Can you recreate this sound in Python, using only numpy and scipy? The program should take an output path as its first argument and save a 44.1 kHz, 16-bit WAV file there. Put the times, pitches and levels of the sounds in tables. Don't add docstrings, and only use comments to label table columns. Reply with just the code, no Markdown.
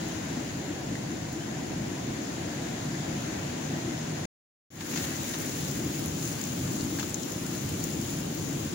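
import sys
import numpy as np
from scipy import signal
from scipy.fft import rfft, irfft, next_fast_len
from scipy.io import wavfile
from scipy.ndimage import uniform_filter1d, map_coordinates

SR = 44100
rng = np.random.default_rng(int(sys.argv[2]) if len(sys.argv) > 2 else 0)


def dump(signal):
    limited = np.clip(np.atleast_2d(signal).T, -1, 1)
    pcm = np.round(limited * 32767).astype(np.int16)
    wavfile.write(sys.argv[1], SR, pcm)


def field_ratio(decibels):
    return 10 ** (np.asarray(decibels, dtype=float) / 20)


N = 385434
CUT_S, RESUME_S, FADE_S = 4.257, 4.7035, 0.29


def unit(x):
    return x / np.sqrt(np.mean(x ** 2) + 1e-20)


def along(points, hz):
    f, v = np.transpose(points)
    return np.interp(np.log(hz + 1), np.log(f + 1), v)


def curves(tables):
    s, *cols = np.transpose(np.vstack(tables))
    return [np.interp(np.arange(N) / SR, s, c) for c in cols]


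def wobble(rate):
    knots = rng.standard_normal(int(N * rate / SR) + 4)
    return map_coordinates(knots, [np.arange(N) * rate / SR])


def filtered(x, response):
    m = 2 * next_fast_len(N // 2 + 8192)
    return irfft(rfft(x, m) * response(np.fft.rfftfreq(m, 1 / SR)), m)[..., :N]


def causal(db):
    cep = irfft(np.log(field_ratio(db)))
    half = cep.shape[-1] // 2 - 1
    fold = np.r_[1, np.full(half, 2), 1, np.zeros(half)]
    return np.exp(rfft(cep * fold))


def low(hz, edge_hz, steep):
    return (1 + (hz / edge_hz) ** steep) ** -.5


def high(hz, edge_hz, steep):
    return np.sqrt(1 - low(hz, edge_hz, steep) ** 2)


def coloured(x, bumps):
    return filtered(x, lambda hz: field_ratio(sum(db * np.exp(-((hz - c) / w) ** 2) for c, w, db in bumps)))


def patchy(depth_db):
    z = signal.stft(rng.standard_normal((2, N)), nperseg=512)[2]
    field = uniform_filter1d(rng.standard_normal(z.shape[1:]), size=8, axis=0)
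    field = uniform_filter1d(field, size=12, axis=1)
    return unit(signal.istft(z * field_ratio(depth_db * unit(field)), nperseg=512)[1][:, :N])


def roar(spectrum, level_db):
    # (frequency [Hz], left-right likeness [0-1])
    alike = [(60, 0.95), (140, 1), (210, 0.87), (290, 0.97), (400, 0.5), (500, 0.05)]
    # (frequency [Hz], left over right [dB])
    lean = [(60, -1.5), (150, 0.2), (220, 1), (340, 4), (450, -2)]

    def mid_side(hz):
        turn = np.arccos(np.clip(along(alike, hz), -1, 1)) / 2
        return field_ratio(along(spectrum, hz)) * [np.cos(turn), np.sin(turn)]

    mid, side = filtered(patchy(depth_db=-1.13), mid_side)
    pair = np.array([mid + side, mid - side])
    pair = filtered(pair, lambda hz: field_ratio(along(lean, hz) * [[.5], [-.5]]))
    return field_ratio(level_db + 0.27 * wobble(11)) * unit(pair)


def drone():
    # (time [s], pitch [Hz], level [dB])
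    mode = [
        (2.5, 153, -42),
        (2.592, 150.7, -48),
        (2.94, 143.7, -38.5),
        (3.178, 151, -46),
        (3.226, 157.6, -62),
        (3.482, 158, -50),
        (3.526, 149.9, -40),
        (4.128, 154.7, -41.5),
        (4.24, 143, -41),
    ]
    hz, db = curves([mode])
    t = np.arange(N) / SR
    rise = np.clip(t - mode[0][0], 0, .5) * 2
    rise = rise * (np.arange(N) < (CUT_S + .1) * SR)
    return np.sqrt(2) * rise * field_ratio(db + 1.2 * wobble(12)) * np.sin(2 * np.pi * np.cumsum(hz) / SR)


def echoed(x):
    # (delay [s], level [dB])
    echoes = [
        (.0014, -6),
        (.0048, -8),
        (.0125, -12),
    ]
    port_delay = np.array([[1], [.8]])
    return filtered(x, lambda hz: 1 + sum(field_ratio(db) * np.exp(-2j * np.pi * hz * s * port_delay) for s, db in echoes))


def drops():
    # (time [s], peak [dB], brightness [dB], spray left over right [dB])
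    sill_drops = [(0.084, -45, 4, -16), (1.3279, -37, 0, 0), (4.9742, -21, -14, 0), (5.1665, -25, -12, -4),
                  (5.2923, -27, -1, 7), (5.417, -27, -5, -13), (5.7135, -23, -8, 5), (5.9953, -42, 10, -10),
                  (6.0594, -42, 14, -12), (6.0809, -22, -23, 4), (6.2291, -22, -11, -4),
                  (6.2535, -24, -8, 6), (6.2761, -21, -24, 8), (6.3284, -19, -24, 1),
                  (6.3937, -25, -17, -8), (6.4141, -18, -15, 4), (6.4391, -21, -19, 7),
                  (6.8084, -22, -19, 7), (6.8398, -29, -4, -10), (6.9955, -26, -8, -9),
                  (7.1059, -21, -17, -1), (7.1435, -11.5, -17, -3), (7.233, -17.5, -24, 0),
                  (7.4653, -22, -10, -3), (7.5513, -34, 0, -12), (7.6934, -27, -6, -11),
                  (7.7405, -27, -14, -9), (7.8402, -26, 1, 9), (8.0141, -24, -8, 5), (8.3486, -27, -6, 11)]
    # (time [s], peak [dB], pitch [Hz])
    plops = [
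        (0.954, -32, 1950),
        (6.393, -31, 4700),
        (6.81, -29, 4600),
        (6.988, -29, 1640),
        (7.029, -28.5, 1250),
        (7.84, -27, 5600),
    ]
    # (time [s], peak [dB], pitch [Hz])
    splashes = [
        (4.807, -28.5, 1580),
        (4.912, -34, 2190),
        (4.934, -33.5, 2820),
        (4.959, -29.5, 2100),
        (4.974, -29.5, 1600),
        (5.04, -33, 2080),
        (5.338, -35, 790),
        (5.337, -31.5, 1010),
        (6.995, -29, 1570),
        (7.031, -39, 1200),
    ]
    # (left port [dB], right port [dB])
    blow_db = [
        [[5], [13]],
        [[17], [12.5]],
    ]
    plop_kind, splash_kind = (2.5, .016, .9, -3), (3, .063, .16, -1)
    sill_lean_db, sill_follows = 11, .3

    strays = 36
    when = rng.uniform(RESUME_S + FADE_S, N / SR, strays)
    strays = np.c_[when, rng.normal([-30, -10, 0], [2.5, 3, 6], (strays, 3))]

    parts = np.zeros((3, 2, N + SR))
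    t = np.arange(3000) / SR
    for s, db, bright_db, side_db in np.vstack([sill_drops, strays]):
        crack = field_ratio(-60 * t / .009) * ((t == 0) + .16 * rng.standard_normal((2, len(t))))
        tap_db = [0, sill_follows * -side_db - sill_lean_db]
        spray_db = [bright_db + side_db / 2, bright_db - side_db / 2]
        peaks_db = db + np.array([tap_db, spray_db])[..., None]
        parts[1:, :, round(s * SR):][..., :len(t)] += field_ratio(peaks_db + blow_db) * crack

    fat = [(*row, *plop_kind) for row in plops] + [(*row, *splash_kind) for row in splashes]
    for s, db, hz, pan_db, t60, ring, spray_db in fat:
        start = round(s * SR)
        place = field_ratio(db - 1.5 - 60 * t / t60) * field_ratio([[pan_db / 2 - 1.5], [1.5 - pan_db / 2]])
        parts[0, :, start:][:, :len(t)] += ring * np.sin(2 * np.pi * hz * t) * place
        spray = low(hz, 3300, 8) * field_ratio(spray_db) * field_ratio([[[4.5]], [[-8]]])
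        parts[:2, :, start:][..., :len(t)] += spray * rng.standard_normal((2, len(t))) * place

    def bands(hz):
        middle = high(hz, 850, 8) * low(hz, 4200, 5)
        upper = high(hz, 4600, 8) * low(hz, 8400, 16)
        return np.array([middle, upper, high(hz, 8800, 18)])[:, None]

    return echoed(filtered(parts[..., :N], bands).sum(0))


def patter(count, spread_db, life_s):
    when, size, side = rng.random((count, 3)).T
    power = field_ratio(-2 * spread_db * np.log(1 - .995 * size))
    hits = [np.bincount((when * N).astype(int), power * share, N) for share in (side, 1 - side)]
    splash = field_ratio(-120 * np.arange(400) / SR / life_s)
    power = abs(signal.fftconvolve(hits, splash[None], axes=1)[:, :N])
    return unit(np.sqrt(power) * rng.standard_normal((2, N)))


def rain(far_db, near_db):
    far = filtered(patchy(depth_db=0.84), lambda hz: low(hz, edge_hz=3030, steep=2.11))
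    grains = 0.55 * patchy(depth_db=2.0) + 0.37 * patter(count=9000, spread_db=3.0, life_s=0.0047)
    near = filtered(grains, lambda hz: high(hz, edge_hz=8500, steep=1.64))
    flurry_db = 1.1 * wobble(13) + .7 * wobble(26)
    return field_ratio(far_db + 9.0 + 0.14 * wobble(11)) * far + field_ratio(near_db + 9.5 + flurry_db) * near


def through_ports(wet):
    # (frequency [Hz], gain [dB])
    left_port = [(500, 10.5), (1050, 0.2), (1500, 4), (2100, 3), (4500, 3), (5700, 6), (6650, 13.5),
                 (7300, 11), (8100, -2.5), (10000, -9.5), (11200, -19.5), (13750, -10), (14600, -2.5),
                 (15600, 5.5)]
    # (frequency [Hz], gain [dB])
    right_port = [(500, 11), (620, 8), (1250, 0.26), (2500, -0.7), (4000, 1.5), (6500, -1), (8000, -6.5),
                  (9300, -1), (10500, 3.5), (12000, -3), (13700, -9.5), (14600, 2.6), (15700, 0.5)]

    def ports(hz):
        gain_db = np.array([along(left_port, hz), along(right_port, hz)])
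        return causal(gain_db) * high(hz, edge_hz=478, steep=9.2)

    return filtered(wet, ports)


def scene():
    # (time [s], rainfall [dB], storm rumble [dB])
    storm = [
        [(0, -46, -37.5), (.3, -46.5, -40.5), (.8, -48, -38.5), (1.4, -48, -39), (1.9, -47.5, -38),
         (2.2, -47, -41), (2.7, -46, -38), (3.2, -45.5, -38.5), (4.24, -46.5, -39.5)],
        [(4.9, -44, -36.5), (5.3, -45, -41), (5.7, -46, -38), (6.3, -46.5, -38), (6.8, -46.5, -34.5),
         (7.3, -47.5, -43), (7.7, -46.5, -34), (8.3, -47, -38), (8.73, -47, -36.5)],
    ]
    # (frequency [Hz], density [dB per Hz])
    boom_spectrum = [(12, -71), (20, -34.5), (37, -26), (81, -8), (125, -3), (153, -0.5), (175, -3.5),
                     (210, -5), (260, -46.5), (400, -120)]
    # (frequency [Hz], density [dB per Hz])
    roar_spectrum = [(100, -120), (150, -7.5), (190, -9), (230, -1.5), (275, -1), (334, -2), (363, -6.5),
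                     (560, -20.5), (730, -38), (1230, -120)]
    # (frequency [Hz], width [Hz], gain [dB])
    indoors = [(720, 110, 4.5), (996, 93, 3.5), (1774, 420, 3.5), (1350, 270, -1)]
    # (frequency [Hz], width [Hz], gain [dB])
    nearing = [(650, 180, -2), (1900, 400, 3.5)]
    settle_s = 1.3

    rain_db, rumble_db = curves(storm)
    t = np.arange(N) / SR
    first = np.arange(N) < CUT_S * SR
    wet = rain(rain_db + 2, rain_db + np.where(first, -14, 2)) + drops()
    settled = np.clip((t - RESUME_S) / settle_s, 0, 1) ** 2
    at_gap = settled * wet + (1 - settled) * coloured(wet, nearing)
    wet = np.where(first, coloured(wet, indoors), at_gap)
    roar_db = -36.5 + .2 * (rumble_db - rumble_db.mean())
    storm_bed = roar(boom_spectrum, rumble_db + 0.5) + roar(roar_spectrum, roar_db)
    return storm_bed + drone() + through_ports(wet)


def starved(x, floor_db, scatter_db):
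    hz, _, z = signal.stft(x, SR, nperseg=2048)
    z = z * (hz < 15790)[:, None]
    bins = 24
    band = np.arange(len(hz)) // bins
    starts = np.flatnonzero(np.diff(band, prepend=-1))
    power = np.add.reduceat(abs(z) ** 2, starts, axis=1) / bins
    scatter = unit(uniform_filter1d(rng.standard_normal(power.shape), size=3))
    keep = power > field_ratio(2 * (floor_db + scatter_db * scatter))
    kept = z * (keep[:, band] | (hz[:, None] < 7500))
    return signal.istft(kept, SR, nperseg=2048)[1][:, :N]


def band_limit(x):
    return signal.sosfilt(signal.butter(12, 17110, fs=SR, output="sos"), x)


def record(dry):
    t = np.arange(N) / SR
    fade = np.clip(0.07 + (t - RESUME_S) / FADE_S, 0, 1) * (t > RESUME_S)
    heard = dry * fade + dry * (t < CUT_S + .1)
    heard = starved(heard, floor_db=-91.5, scatter_db=3.5)
    ramp = np.clip(np.maximum(CUT_S - t, t - RESUME_S) / .001, 0, 1)
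    return band_limit(heard * ramp)


dry = scene()
out = record(dry)
dump(out)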